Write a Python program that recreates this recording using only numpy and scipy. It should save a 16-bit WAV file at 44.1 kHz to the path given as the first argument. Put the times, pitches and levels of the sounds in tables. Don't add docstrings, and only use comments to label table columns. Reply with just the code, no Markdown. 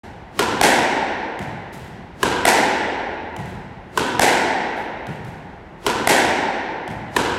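import sys
import numpy as np
from scipy import signal
from scipy.fft import rfft, irfft, next_fast_len
from scipy.io import wavfile
from scipy.ndimage import uniform_filter1d, minimum_filter1d

SR = 44100
rng = np.random.default_rng(int(sys.argv[2]) if len(sys.argv) > 2 else 0)


def generate_wav(signal):
    frames = np.transpose(np.atleast_2d(signal))
    scaled = np.clip(frames, -1, 1) * 32767
    pcm = np.round(scaled).astype(np.int16)
    wavfile.write(sys.argv[1], SR, pcm)


N = 325458

# (time [s], crack level [dB], ping level [dB], string bed mode [Hz], upper mode [Hz])
STROKES = [(0.3916, -8, -6, 1080, 1460), (2.2296, -8.5, -1, 1020, 1660), (3.9742, -12.5, 0, 1020, 1530),
           (5.8642, -10.5, -6, 1040, 1560), (7.1638, -10, 0, 980, 1750)]
# (time [s], level [dB], snap spacing [s])
SLAPS = [(-1.2, 2, .0013), (0.6129, 2.4, .0012), (2.4530, 2, .0014), (4.1948, 1.7, .0011),
         (6.0733, 2, .0014)]
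# (time [s], tick level [dB])
BOUNCES = [(1.391, -29.5), (3.3644, -31), (5.0675, -34), (6.8777, -32)]
# (time [s], scuff level [dB], scuff length [s], thud level [dB])
STEPS = [(-.07, -44, .03, -46), (1.724, -44.5, .03, -42), (1.775, -47.5, .006, -44),
         (1.842, -51, .008, -45), (3.4554, -46, .006, -39), (4.757, -51, .06, -62), (5.122, -55, .008, -41),
         (5.2458, -47, .006, -47)]
# (frequency [Hz], relative level [dB], decay time T60 [s])
HARD_BALL_MODES = [(430, -11, .014), (810, -5, .016), (1850, -3, .006), (3100, -8, .0025),
                   (7300, -7, .0013)]
SOFT_BALL_MODES = [(760, 13, .02), (3100, 12, .008)]
BOARD_MODES = [(80, -1, .13), (115, 6, .14), (148, -5, .8), (200, 5, .14)]
# (frequency [Hz], T60 [s])
COURT_T60 = [(100, 2.2), (260, 2.8), (700, 2.8), (1900, 2.6), (3000, 2.05), (4800, 1.36), (7000, .9),
             (9500, .66), (13000, .5)]
# (frequency [Hz], relative spectral density [dB])
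VENT_SPECTRUM = [(20, -40), (30, -16), (44, 4), (54, -4), (80, 4), (115, -5), (170, -2), (293, -7),
                 (373, -4), (450, -11), (624, -11), (775, -6), (1200, -16), (2000, -18), (4400, -36),
                 (11600, -53), (16000, -65)]
SCUFF_SPECTRUM = [(200, -3), (1500, 0), (3200, 1), (5000, -4), (8000, -5), (13000, -9), (16000, -17)]
BOOM_SPECTRUM = [(40, -18), (75, -7), (110, -3), (160, 0), (205, -4), (270, -16), (600, -35), (3000, -70)]
TICK_SPECTRUM = [(200, -4), (800, 0), (2000, -2), (3100, -2), (4500, -8), (8000, -11), (12000, -17),
                 (16000, -27)]
SWISH_SPECTRUM = [(80, -6), (300, 0), (700, -7), (1500, -16), (4000, -21), (9000, -28), (16000, -40)]
RACKET_SPECTRUM = [(41, -24), (80, -5), (166, -6), (330, 2), (480, 0), (620, -9), (950, 1), (1230, -7),
                   (1550, -4), (2000, -13), (3100, -12), (4500, -18), (7700, -20), (12200, -29.5),
                   (16000, -52)]
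SLAP_SPECTRUM = [(50, -30), (110, -19), (160, -12), (350, -3), (590, -6), (880, 1.5), (1040, -11),
                 (1220, -20), (1450, -8.5), (1950, -6), (2700, -14.5), (4500, -18.5), (8000, -17.5),
                 (12000, -24), (16000, -40)]

TAIL = np.arange(5 * SR // 2) / SR
BLOW = np.arange(SR // 20) / SR


def from_db(db):
    return 10 ** (np.asarray(db) / 20)


def unit_rms(x):
    return x / np.sqrt(np.mean(x ** 2) + 1e-20)


def at_hz(points, hz):
    frequencies, values = np.transpose(points)
    return np.interp(np.log(np.maximum(hz, 1)), np.log(frequencies), values)


def decay(t, t60):
    return np.exp(-np.log(1000) * t / t60)


def add(out, start_s, x):
    i = round(start_s * SR)
    lo, hi = max(i, 0), min(i + len(x), len(out))
    if hi > lo:
        out[lo:hi] += x[lo - i:hi - i]


def band_pass(x, low_hz, high_hz, order=2):
    return signal.sosfilt(signal.butter(order, [low_hz, high_hz], "band", fs=SR, output="sos"), x)


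def coloured(x, spectrum):
    size = next_fast_len(len(x) + SR // 20, real=True)
    grid_hz = np.geomspace(10, SR / 2, 300)
    bin_hz = np.arange(size // 2 + 1) * SR / size
    gain = np.interp(bin_hz, grid_hz, from_db(at_hz(spectrum, grid_hz)))
    return irfft(rfft(x, size) * gain, size)[:len(x)]


def noise(spectrum, size):
    return unit_rms(coloured(rng.standard_normal(size), spectrum))


def ring(t, hz, t60, contact_s):
    return np.sin(2 * np.pi * hz * t) * decay(t, t60) * (1 - np.exp(-(t / contact_s) ** 2))


def diffuse_fields(places=3, grain_db=3.5, grain_t60=.9):
    edges_hz = np.r_[40, np.geomspace(180, 17000, 14)]
    white = rng.standard_normal((2, places, len(TAIL)))
    fields = 0
    for k, (low, high) in enumerate(zip(edges_hz, edges_hz[1:])):
        band = band_pass(white[k % 2], low, high, order=3)
        fields = fields + band * decay(TAIL, at_hz(COURT_T60, np.sqrt(low * high)))
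    lumps = unit_rms(uniform_filter1d(rng.standard_normal((places, len(TAIL))), size=90))
    return fields * from_db(grain_db * lumps * decay(TAIL, grain_t60))


def reverberation(field, spectrum, build_s, gap_s=.009):
    swell = 1 - np.exp(-np.maximum(TAIL - gap_s, 0) / build_s)
    tail = coloured(field, spectrum) * swell
    return tail / np.std(tail[:SR // 5])


def with_echoes(blow, echo_db, scatter_db=-23):
    near_s, near_db = .013, -14
    wall_s, wall_db = .0246, -.5
    spacing_s, db_per_doubling = .011, -5
    flutter = [(wall_s + k * spacing_s, wall_db + db_per_doubling * np.log2(k + 1)) for k in range(6)]
    paths = np.zeros(SR // 5)
    for delay_s, db in [(near_s, near_db)] + flutter:
        smear = from_db(scatter_db) * rng.standard_normal(len(BLOW)) * decay(BLOW, .007)
        smear[0] = 1
        add(paths, delay_s, from_db(db + echo_db) * smear / np.linalg.norm(smear))
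    paths = band_pass(paths, 700, 13000)
    paths[0] = 1
    return signal.fftconvolve(blow, paths)


def ventilation(level_db=-41):
    return from_db(level_db) * noise(VENT_SPECTRUM, N)


def footsteps(fields):
    out, t = np.zeros(N), TAIL[:SR // 4]
    for k, (s, scuff_db, length_s, thud_db) in enumerate(STEPS):
        field = fields[k % len(fields)]
        pressure = 2 * t / length_s * np.exp(1 - 2 * t / length_s)
        add(out, s, from_db(scuff_db) * noise(SCUFF_SPECTRUM, len(t)) * pressure)
        add(out, s, from_db(scuff_db - 7.5) * reverberation(field, SCUFF_SPECTRUM, build_s=length_s))
        add(out, s, from_db(thud_db) * reverberation(field, BOOM_SPECTRUM, build_s=.02))
    return out


def floor_bounces(fields, boards_db=-26.5, boom_db=-33):
    out, t = np.zeros(N), TAIL[:SR // 2]
    for k, (s, tick_db) in enumerate(BOUNCES):
        field = fields[k % len(fields)]
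        tick = noise(TICK_SPECTRUM, len(BLOW)) * decay(BLOW, .025)
        pop = sum(from_db(db) * ring(BLOW, hz * rng.normal(1, .06), t60, contact_s=.0015)
                  for hz, db, t60 in SOFT_BALL_MODES)
        boards = sum(from_db(db) * ring(t, hz * rng.normal(1, .03), t60, contact_s=.014)
                     for hz, db, t60 in BOARD_MODES)
        boom = reverberation(field, BOOM_SPECTRUM, build_s=.015) * decay(TAIL, 2.5)
        add(out, s, from_db(tick_db) * with_echoes(tick + pop, echo_db=-8))
        add(out, s, from_db(tick_db - 16.5) * reverberation(field, TICK_SPECTRUM, build_s=.01))
        add(out, s + .002, from_db(boards_db) * boards)
        add(out, s, from_db(boom_db) * boom)
    return out


def racket_strokes(fields, swish_s=.09, dwell_s=.0035):
    out = np.zeros(N)
    until_hit = np.arange(round(swish_s * SR), 0, -1) / SR
    for k, (s, crack_db, ping_db, bed_hz, upper_hz) in enumerate(STROKES):
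        field = fields[k % len(fields)]
        swish = noise(SWISH_SPECTRUM, len(until_hit)) * decay(until_hit, .16)
        add(out, s - swish_s, from_db(-29) * swish)
        crack_envelope = decay(BLOW, .032) * (1 - np.exp(-BLOW / .0005))
        crack = from_db(crack_db) * noise(TICK_SPECTRUM, len(BLOW)) * crack_envelope
        bed_mode = ring(BLOW, bed_hz, t60=.026, contact_s=.002)
        upper_mode = from_db(-4.5) * ring(BLOW, upper_hz, t60=.03, contact_s=.002)
        strings = from_db(ping_db) * (bed_mode + upper_mode)
        frame = from_db(crack_db - 2) * ring(BLOW, hz=3050, t60=.016, contact_s=.001)
        pop = ring(BLOW, 400, .034, .001) + from_db(-1) * ring(BLOW, 680, .014, .001)
        blow = crack + strings + frame
        add(blow, dwell_s, from_db(crack_db + 3.5) * pop)
        add(out, s, with_echoes(blow, echo_db=-17))
        room_db = -17.7 + .36 * crack_db
        add(out, s, from_db(room_db) * reverberation(field, RACKET_SPECTRUM, build_s=.003))
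        lingering_ping = signal.fftconvolve(strings, field / np.linalg.norm(field))
        add(out, s, from_db(-9.3) * lingering_ping)
    return out


def wall_slaps(fields, pitch_sag=.12, snap_step_db=-1.5, room_db=-16.95):
    out = np.zeros(N)
    for k, (s, slap_db, spacing_s) in enumerate(SLAPS):
        field = fields[(k + 1) % len(fields)]
        slap = np.zeros(len(BLOW))
        for snap in range(3):
            pitch = np.exp(-pitch_sag * (snap - 1))
            modes = sum(from_db(db) * np.sin(2 * np.pi * hz * pitch * BLOW) * decay(BLOW, t60)
                        for hz, db, t60 in HARD_BALL_MODES)
            hiss = band_pass(rng.standard_normal(len(BLOW)), 2000, 10000)
            click = from_db(3) * hiss * decay(BLOW, .0016)
            add(slap, snap * spacing_s, from_db(slap_db + snap * snap_step_db) * (modes + click))
        add(out, s, with_echoes(band_pass(slap, 400, 13000), echo_db=-6))
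        add(out, s, from_db(slap_db + room_db) * reverberation(field, SLAP_SPECTRUM, build_s=.009))
    return out


def scene():
    fields = diffuse_fields()
    murmur = ventilation()
    rally = racket_strokes(fields) + wall_slaps(fields) + floor_bounces(fields)
    return (murmur + rally + footsteps(fields))[None]


def record(dry, ceiling=.86):
    fade_in = np.clip((np.arange(N) / SR - .033) / .006, 0, 1)
    allowed_gain = ceiling / np.maximum(np.abs(dry), ceiling)
    gain = uniform_filter1d(minimum_filter1d(allowed_gain, size=21), size=21)
    bass_cut = signal.butter(4, 33, "high", fs=SR, output="sos")
    treble_cut = signal.ellip(10, .1, 80, 16000, fs=SR, output="sos")
    return signal.sosfilt(treble_cut, signal.sosfilt(bass_cut, dry * gain * fade_in))


dry = scene()
out = record(dry)
generate_wav(out)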